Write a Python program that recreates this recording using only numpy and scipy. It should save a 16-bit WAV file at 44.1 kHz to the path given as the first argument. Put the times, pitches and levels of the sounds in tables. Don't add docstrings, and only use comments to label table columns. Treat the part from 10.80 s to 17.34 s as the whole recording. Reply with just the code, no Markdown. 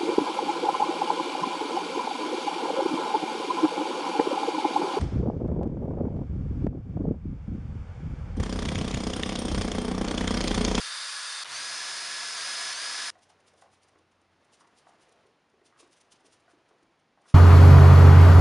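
import sys
import numpy as np
from scipy import signal
from scipy.fft import rfft, irfft
from scipy.io import wavfile

SR = 44100
rng = np.random.default_rng(int(sys.argv[2]) if len(sys.argv) > 2 else 0)


def materialize(psi):
    bounded = np.clip(np.atleast_2d(psi).T, -1, 1)
    quanta = np.round(bounded * 32767).astype(np.int16)
    wavfile.write(sys.argv[1], SR, quanta)


N = 288414
TIME = np.arange(N) / SR
FREQS = np.maximum(np.fft.rfftfreq(N, 1 / SR), 1)
BORING_END_S, DRILL_STOP_S = 0.638, 2.304
FREE_TURNS_PER_S, MOTOR_TURNS_PER_CHUCK_TURN = 340.0, 13.55
RUSH_DB_PER_OCTAVE, TREBLE_DB_PER_OCTAVE, WHINE_DB_PER_OCTAVE = 6, 3, 14.5


def from_db(db):
    return 10 ** (np.asarray(db) / 20)


def rms_one(x):
    return x / np.sqrt(np.mean(x ** 2) + 1e-20)


def bumps_db(resonances, at_hz=FREQS):
    return sum(db / (1 + (2 * (at_hz - hz) / width) ** 2) for hz, width, db in resonances)


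def colour(x, spectrum, resonances=()):
    hz, db = np.transpose(spectrum)
    shape_db = np.interp(np.log(FREQS), np.log(hz), db) + bumps_db(resonances)
    return rms_one(irfft(rfft(x) * from_db(shape_db), N))


def band(x, low_hz, high_hz):
    return irfft(rfft(x) * ((FREQS >= low_hz) & (FREQS < high_hz)), N)


def noise():
    return rng.standard_normal(N)


def drift(rate_hz):
    step, settle = 16, 1000
    pole = np.exp(-2 * np.pi * step * rate_hz / SR)
    white = rng.standard_normal(N // step + settle + 2)
    slow = signal.lfilter([1], [1, -2 * pole, pole * pole], white)[settle:]
    return np.interp(np.arange(N) / step, np.arange(len(slow)), rms_one(slow))


def gate(start, end, edge_s):
    return np.clip(np.minimum(TIME - start, end - TIME) / edge_s, 0, 1)


def wavering(hz, db, wander_hz, flutter_db):
    phase = 2 * np.pi * np.cumsum(hz + wander_hz * drift(70)) / SR
    return np.sqrt(2) * from_db(db + flutter_db * drift(30)) * np.sin(phase)


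def ring(age, hz, t60):
    return np.sin(2 * np.pi * hz * age) * from_db(-60 * age / t60)


# motor_multiple (rounded for pitch), boring_db, countersinking_db
GEAR_TONES = [(2.014, -21.5, -21), (3.95, -17, -14), (5.01, 0, -3.3), (10.1, -15, -14), (11.17, -3, -15),
              (13, -5, -16), (14.7, -1, 0), (15.9, -4.5, -10), (18.2, -16, -23), (20, -12, -11),
              (21, -10, -25), (22, -7, -21), (25.9, -6, -17), (26.55, -11, -22), (29.1, -8, -16),
              (29.7, -8.5, -17), (31, -19, -22)]
# centre_hz, width_hz, gain_db
HOUSING_RINGS = [(4360, 770, 2), (6160, 460, 13), (9480, 450, 8.5)]

def drill(speed, spectrum, body, tone_dbs, rush_db, treble_db, whine_db, throb, flutter_db):
    wobble, tooth_play_rad = 0.00081, 0.0088
    octaves = np.log2(np.maximum(speed, 1) / FREE_TURNS_PER_S)
    motor = 2 * np.pi * np.cumsum(speed * (1 + wobble * drift(22))) / SR
    chuck = motor / MOTOR_TURNS_PER_CHUCK_TURN
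    edges = .7 * np.sin(2 * chuck) + 1.3 * np.sin(3 * chuck) + np.cos(6 * chuck)
    load = 1 + throb * (.7 * np.sin(chuck) + edges + np.sin(motor))
    hiss = colour(noise(), spectrum, body)
    dull = band(hiss, 0, 3000) / band(hiss, 800, 3000).std()
    treble = from_db(treble_db + TREBLE_DB_PER_OCTAVE * octaves) * rms_one(band(hiss, 3000, SR))
    rush = from_db(rush_db + RUSH_DB_PER_OCTAVE * octaves) * load * (dull + treble)
    whine = 0
    for (multiple, *_), db in zip(GEAR_TONES, tone_dbs):
        strength = from_db(db + bumps_db(HOUSING_RINGS, multiple * speed) + flutter_db * drift(25.2))
        whine += strength * np.sin(round(multiple) * (motor + tooth_play_rad * drift(50)))
    return rush + np.sqrt(2) * from_db(whine_db + WHINE_DB_PER_OCTAVE * octaves) * whine


# frequency_hz, density_db
PILOT_RUSH = [(100, -38.5), (250, -31), (360, -24.5), (500, -16), (800, -11), (1000, -2.5), (1400, 1.5),
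              (2200, -3.5), (2900, -5), (3700, -3), (3950, -3), (4600, -0.5), (5500, -4.5), (6700, -7.5),
              (8700, -6.5), (10200, -11), (11000, -18)]
# centre_hz, width_hz, gain_db
PILOT_BODY = [(1790, 80, 2), (3440, 170, 3.5), (3780, 100, 2), (4720, 140, 3.5), (8600, 300, 3)]

def boring(turns_per_s=337.2):
    speed = np.full(N, turns_per_s)
    tone_dbs = [db for _, db, _ in GEAR_TONES]
    sound = drill(speed, PILOT_RUSH, PILOT_BODY, tone_dbs,
                  rush_db=-41.6, treble_db=3.5, whine_db=-51.5, throb=0.032, flutter_db=2.0)
    return sound * gate(0, BORING_END_S, edge_s=0.00048)


# start_s, end_s, pitch_hz, wander_hz, level_db
BIT_SQUEALS = [(0, 0.638, 4790, 35, -48), (0.03, 0.28, 3600, 9.7, -47.5), (0.46, 0.638, 3610, 15.5, -45)]

def squeal():
    return sum(gate(start, end, edge_s=.02) * wavering(hz, db, wander_hz, flutter_db=1.5)
               for start, end, hz, wander_hz, db in BIT_SQUEALS)


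# frequency_hz, density_db
COUNTERSINK_RUSH = [(40, -54.5), (80, -29), (130, -27.5), (400, -13.5), (650, -9.5), (1000, -3.5),
                    (1600, 0.5), (2800, -3.5), (3600, 1.5), (4600, -1), (5900, 0.5), (6700, -4), (8800, -3),
                    (9800, -6), (11000, -10.5)]
# centre_hz, width_hz, gain_db
COUNTERSINK_BODY = [(130, 30, 3.5), (252, 15, 6), (702, 42, 4.5), (846, 39, -9.5), (960, 120, 3),
                    (1770, 110, 1.5), (2040, 63, 1.5), (3520, 90, 1), (4170, 130, 1.5), (4470, 160, 6),
                    (4830, 130, 5)]
# start_s, shortfall_turns_per_s, sag_turns_per_s, rush_db, whine_db
COUNTERSINK_RUNS = [(0.638, 285, 9.7, -41, -44.5), (1.163, 10.5, 2.14, -41, -44.5),
                    (1.568, 31, 1.06, -39.4, -42.5), (1.935, 60, 11.6, -40, -43.5)]

def countersinking(spin_up_s=0.056, sag_s=0.01395):
    starts = [run[0] for run in COUNTERSINK_RUNS]
    ends = starts[1:] + [DRILL_STOP_S]
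    speed, rush_db, whine_db = np.zeros((3, N))
    for (start, shortfall, sag, run_rush_db, run_whine_db), end in zip(COUNTERSINK_RUNS, ends):
        now = (TIME >= start) & (TIME < end)
        lag = shortfall * np.exp((start - TIME[now]) / spin_up_s)
        drag = sag * np.exp((TIME[now] - end) / sag_s)
        speed[now] = FREE_TURNS_PER_S - lag - drag
        rush_db[now], whine_db[now] = run_rush_db, run_whine_db
    tone_dbs = [db for _, _, db in GEAR_TONES]
    sound = drill(speed, COUNTERSINK_RUSH, COUNTERSINK_BODY, tone_dbs,
                  rush_db, treble_db=4.0, whine_db=whine_db, throb=0.055, flutter_db=1.0)
    return sound * gate(starts[0], DRILL_STOP_S, edge_s=.001)


# frequency_hz, density_db
ROOM_TONE = [(15, -41), (25, -10.5), (38, -11), (107, -1), (288, 0), (344, -0.5), (545, -2.5), (703, -3),
             (2210, -9), (5260, -18), (7900, -27), (9680, -25.5), (11000, -42), (14300, -67), (22000, -120)]

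def room_air(level_db=-71):
    return from_db(level_db) * colour(noise(), ROOM_TONE) * (TIME > BORING_END_S)


# start_s, level_db
GEAR_CLACKS = [(0.6459, -33), (0.6555, -34), (0.6648, -39)]

def clacks(decay_s=0.0032):
    envelope = sum(from_db(db) * (TIME >= start) * np.exp(-np.maximum(TIME - start, 0) / decay_s)
                   for start, db in GEAR_CLACKS)
    strikes = envelope * noise()
    treble_dip = [(7500, 5100, -21)]
    return strikes.std() * colour(strikes, COUNTERSINK_RUSH, treble_dip)


# start_s, end_s, pitch_hz, level_db
LOW_HUMS = [(0.66, 0.85, 126.8, -69), (0.83, 1.94, 129.6, -73.5), (2.28, 3.674, 91.4, -80)]

def hum():
    return sum(gate(start, end, edge_s=.04) * wavering(hz, db, wander_hz=3.3, flutter_db=2.0)
               for start, end, hz, db in LOW_HUMS)


# time_s, level_db
RUB_LEVELS = [(2.36, -63.5), (3.07, -66), (3.44, -68), (3.69, -63.5), (4.22, -60), (4.72, -69.5),
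              (4.92, -66), (5.54, -64.5), (5.95, -65.5), (6.35, -72), (6.54, -60.5)]
# frequency_hz, density_db
RUB_SPECTRUM = [(50, -23), (120, -8), (250, -5), (400, -0.5), (800, -1), (1500, -6.5), (3000, -13),
                (10000, -27)]

def rubbing(gain_db=-5, flutter_db=1.3):
    level_db = np.interp(TIME, *np.transpose(RUB_LEVELS)) + gain_db + flutter_db * drift(23)
    return from_db(level_db) * colour(noise(), RUB_SPECTRUM) * (TIME > DRILL_STOP_S)


# peak_s, level_db, length_s
HISS_AND_SCRAPES = [(2.311, -65.5, 0.017), (2.434, -65, .022), (2.503, -65, .015), (2.682, -64.5, 0.021),
                    (2.79, -70, .035), (2.82, -64.5, .015), (2.938, -70.5, 0.036), (3.035, -66, 0.017),
                    (3.088, -70.5, 0.014), (3.742, -62.5, 0.023), (3.81, -66.5, 0.021),
                    (3.986, -65.5, 0.028), (4.09, -69.5, 0.024), (4.226, -67.5, 0.028),
                    (4.325, -67.5, 0.0094), (4.866, -64.5, 0.021), (5.005, -58, 0.024),
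                    (5.132, -65.5, .026), (5.176, -68.5, 0.029), (5.213, -64, 0.014), (5.326, -58, 0.015),
                    (5.466, -64, 0.02), (5.534, -64, .025), (5.711, -72, .028), (6.497, -61.5, 0.035)]
# frequency_hz, density_db
GRIT_SPECTRUM = [(300, -12), (900, -1.5), (2000, -3), (3500, 1.5), (5500, 0.5), (7000, 0.5), (9500, 1.5),
                 (11000, -7)]
# centre_hz, width_hz, gain_db
SHANK_RINGS = [(2830, 750, 3), (4230, 580, -2), (5080, 310, 3.5), (5900, 350, 3), (9800, 600, 1)]

def hiss_and_scrapes(gain_db=3.5, grain_db=1.5, swell_share=0.52):
    slips_per_s, slip_db, slip_s = 6.0, -8.0, 0.0098
    slip_times = DRILL_STOP_S + np.cumsum(rng.uniform(.5, 1.5, 60)) / slips_per_s
    slips = [(at, np.interp(at, *np.transpose(RUB_LEVELS)) + slip_db, slip_s)
             for at in slip_times if at < TIME[-1]]
    envelope = np.zeros(N)
    for peak, db, length in list(HISS_AND_SCRAPES) + slips:
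        near = slice(round((peak - .15) * SR), round((peak + .2) * SR))
        age = TIME[near] - peak
        halving_s = length * np.where(age < 0, swell_share, 1 - swell_share)
        swell = from_db(db) * .5 ** (np.abs(age / halving_s) ** 1.34)
        envelope[near] = np.maximum(envelope[near], swell)
    grit = noise() * from_db(grain_db * drift(500))
    return from_db(gain_db) * envelope * colour(grit, GRIT_SPECTRUM, SHANK_RINGS)


# start_s, level_db, pitch_hz
STRIP_KNOCKS = [(2.353, -50, 700), (2.499, -54.5, 770), (2.736, -54.5, 595), (2.822, -45, 773),
                (3.158, -50.5, 350), (3.808, -48.5, 1060), (3.85, -56, 926), (4.069, -46.5, 775),
                (4.316, -55, 566), (4.452, -53.5, 426), (4.738, -56.5, 422), (4.815, -56, 394),
                (4.924, -54, 1400), (4.961, -52, 1220), (5.002, -53.5, 414), (5.028, -48.5, 353),
                (5.339, -60, 330), (5.446, -52.5, 364), (5.679, -53, 1440), (5.734, -53.5, 345),
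                (5.91, -52.5, 435), (6.026, -55, 336), (6.374, -54, 800), (6.455, -50, 1150)]
# pitch_hz, level_db, t60_s
BENCH_MODES = [(246, -25.5, 0.12), (340, -20, 0.11), (440, -20.5, 0.031), (560, -32, 0.025),
               (692, -6.5, 0.046), (920, -19, .03), (1045, -11, 0.037), (1110, -1, 0.023),
               (1490, -3, 0.018), (1930, -4, 0.018), (3100, -13, .008)]

def knocks(strip_db=-1.0, bench_db=-4, shudder_db=-12.0, shudder_s=0.025, spread=1.25, attack_s=0.0015):
    out, size = np.zeros(N + SR), SR // 4
    age = TIME[:size]
    attack = 1 - np.exp(-age / attack_s)
    for start, db, hz in STRIP_KNOCKS:
        strip = ring(age, hz, t60=0.038 * (700 / hz) ** 0.41)
        bench = sum(from_db(mode_db + rng.normal(0, 2.7)) * rng.choice([-1, 1]) * ring(age, mode_hz, t60)
                    for mode_hz, mode_db, t60 in BENCH_MODES)
        around_pitch = signal.butter(2, [hz / spread, hz * spread], "band", fs=SR, output="sos")
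        shudder = rms_one(signal.sosfilt(around_pitch, rng.standard_normal(size)))
        shudder *= np.exp(-age / shudder_s)
        knock = from_db(strip_db) * strip + from_db(bench_db) * bench + from_db(shudder_db) * shudder
        at = round(start * SR)
        out[at:at + size] += from_db(db) * knock * attack
    return out[:N]


# delay_s, level_db
REFLECTIONS = [(0.0202, -8), (.026, -20), (.036, -6.5)]

def workshop(direct, t60=0.55, tail_db=-5, wall_hz=3000):
    age = TIME[:SR // 2]
    response = rng.standard_normal(len(age)) * from_db(-60 * age / t60) * (age > .008)
    response *= from_db(tail_db) / np.sqrt(np.sum(response ** 2))
    for delay, db in REFLECTIONS:
        response[round(delay * SR)] += from_db(db)
    response = signal.sosfilt(signal.butter(1, wall_hz, fs=SR, output="sos"), response)
    return direct + signal.fftconvolve(direct, response)[:N]


def scene():
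    drilling = boring() + squeal() + countersinking() + clacks()
    after_drilling = workshop(hiss_and_scrapes() + knocks())
    mono = drilling + after_drilling + room_air() + hum() + rubbing()
    return np.array([mono, mono])


# centre_hz, width_hz, gain_db
MICROPHONE_DIP = [(7890, 550, -7)]

def record(dry, roll_off_hz=10650, cutoff_hz=11500):
    hz = np.fft.rfftfreq(2 * N, 1 / SR)
    dip = from_db(bumps_db(MICROPHONE_DIP, hz))
    roll_off = 1 / np.sqrt(1 + (hz / roll_off_hz) ** 44)
    cut = 1 / (1 + (hz / cutoff_hz) ** 200)
    return irfft(rfft(dry, 2 * N) * dip * roll_off * cut, 2 * N)[:, :N]


dry = scene()
out = record(dry)
materialize(out)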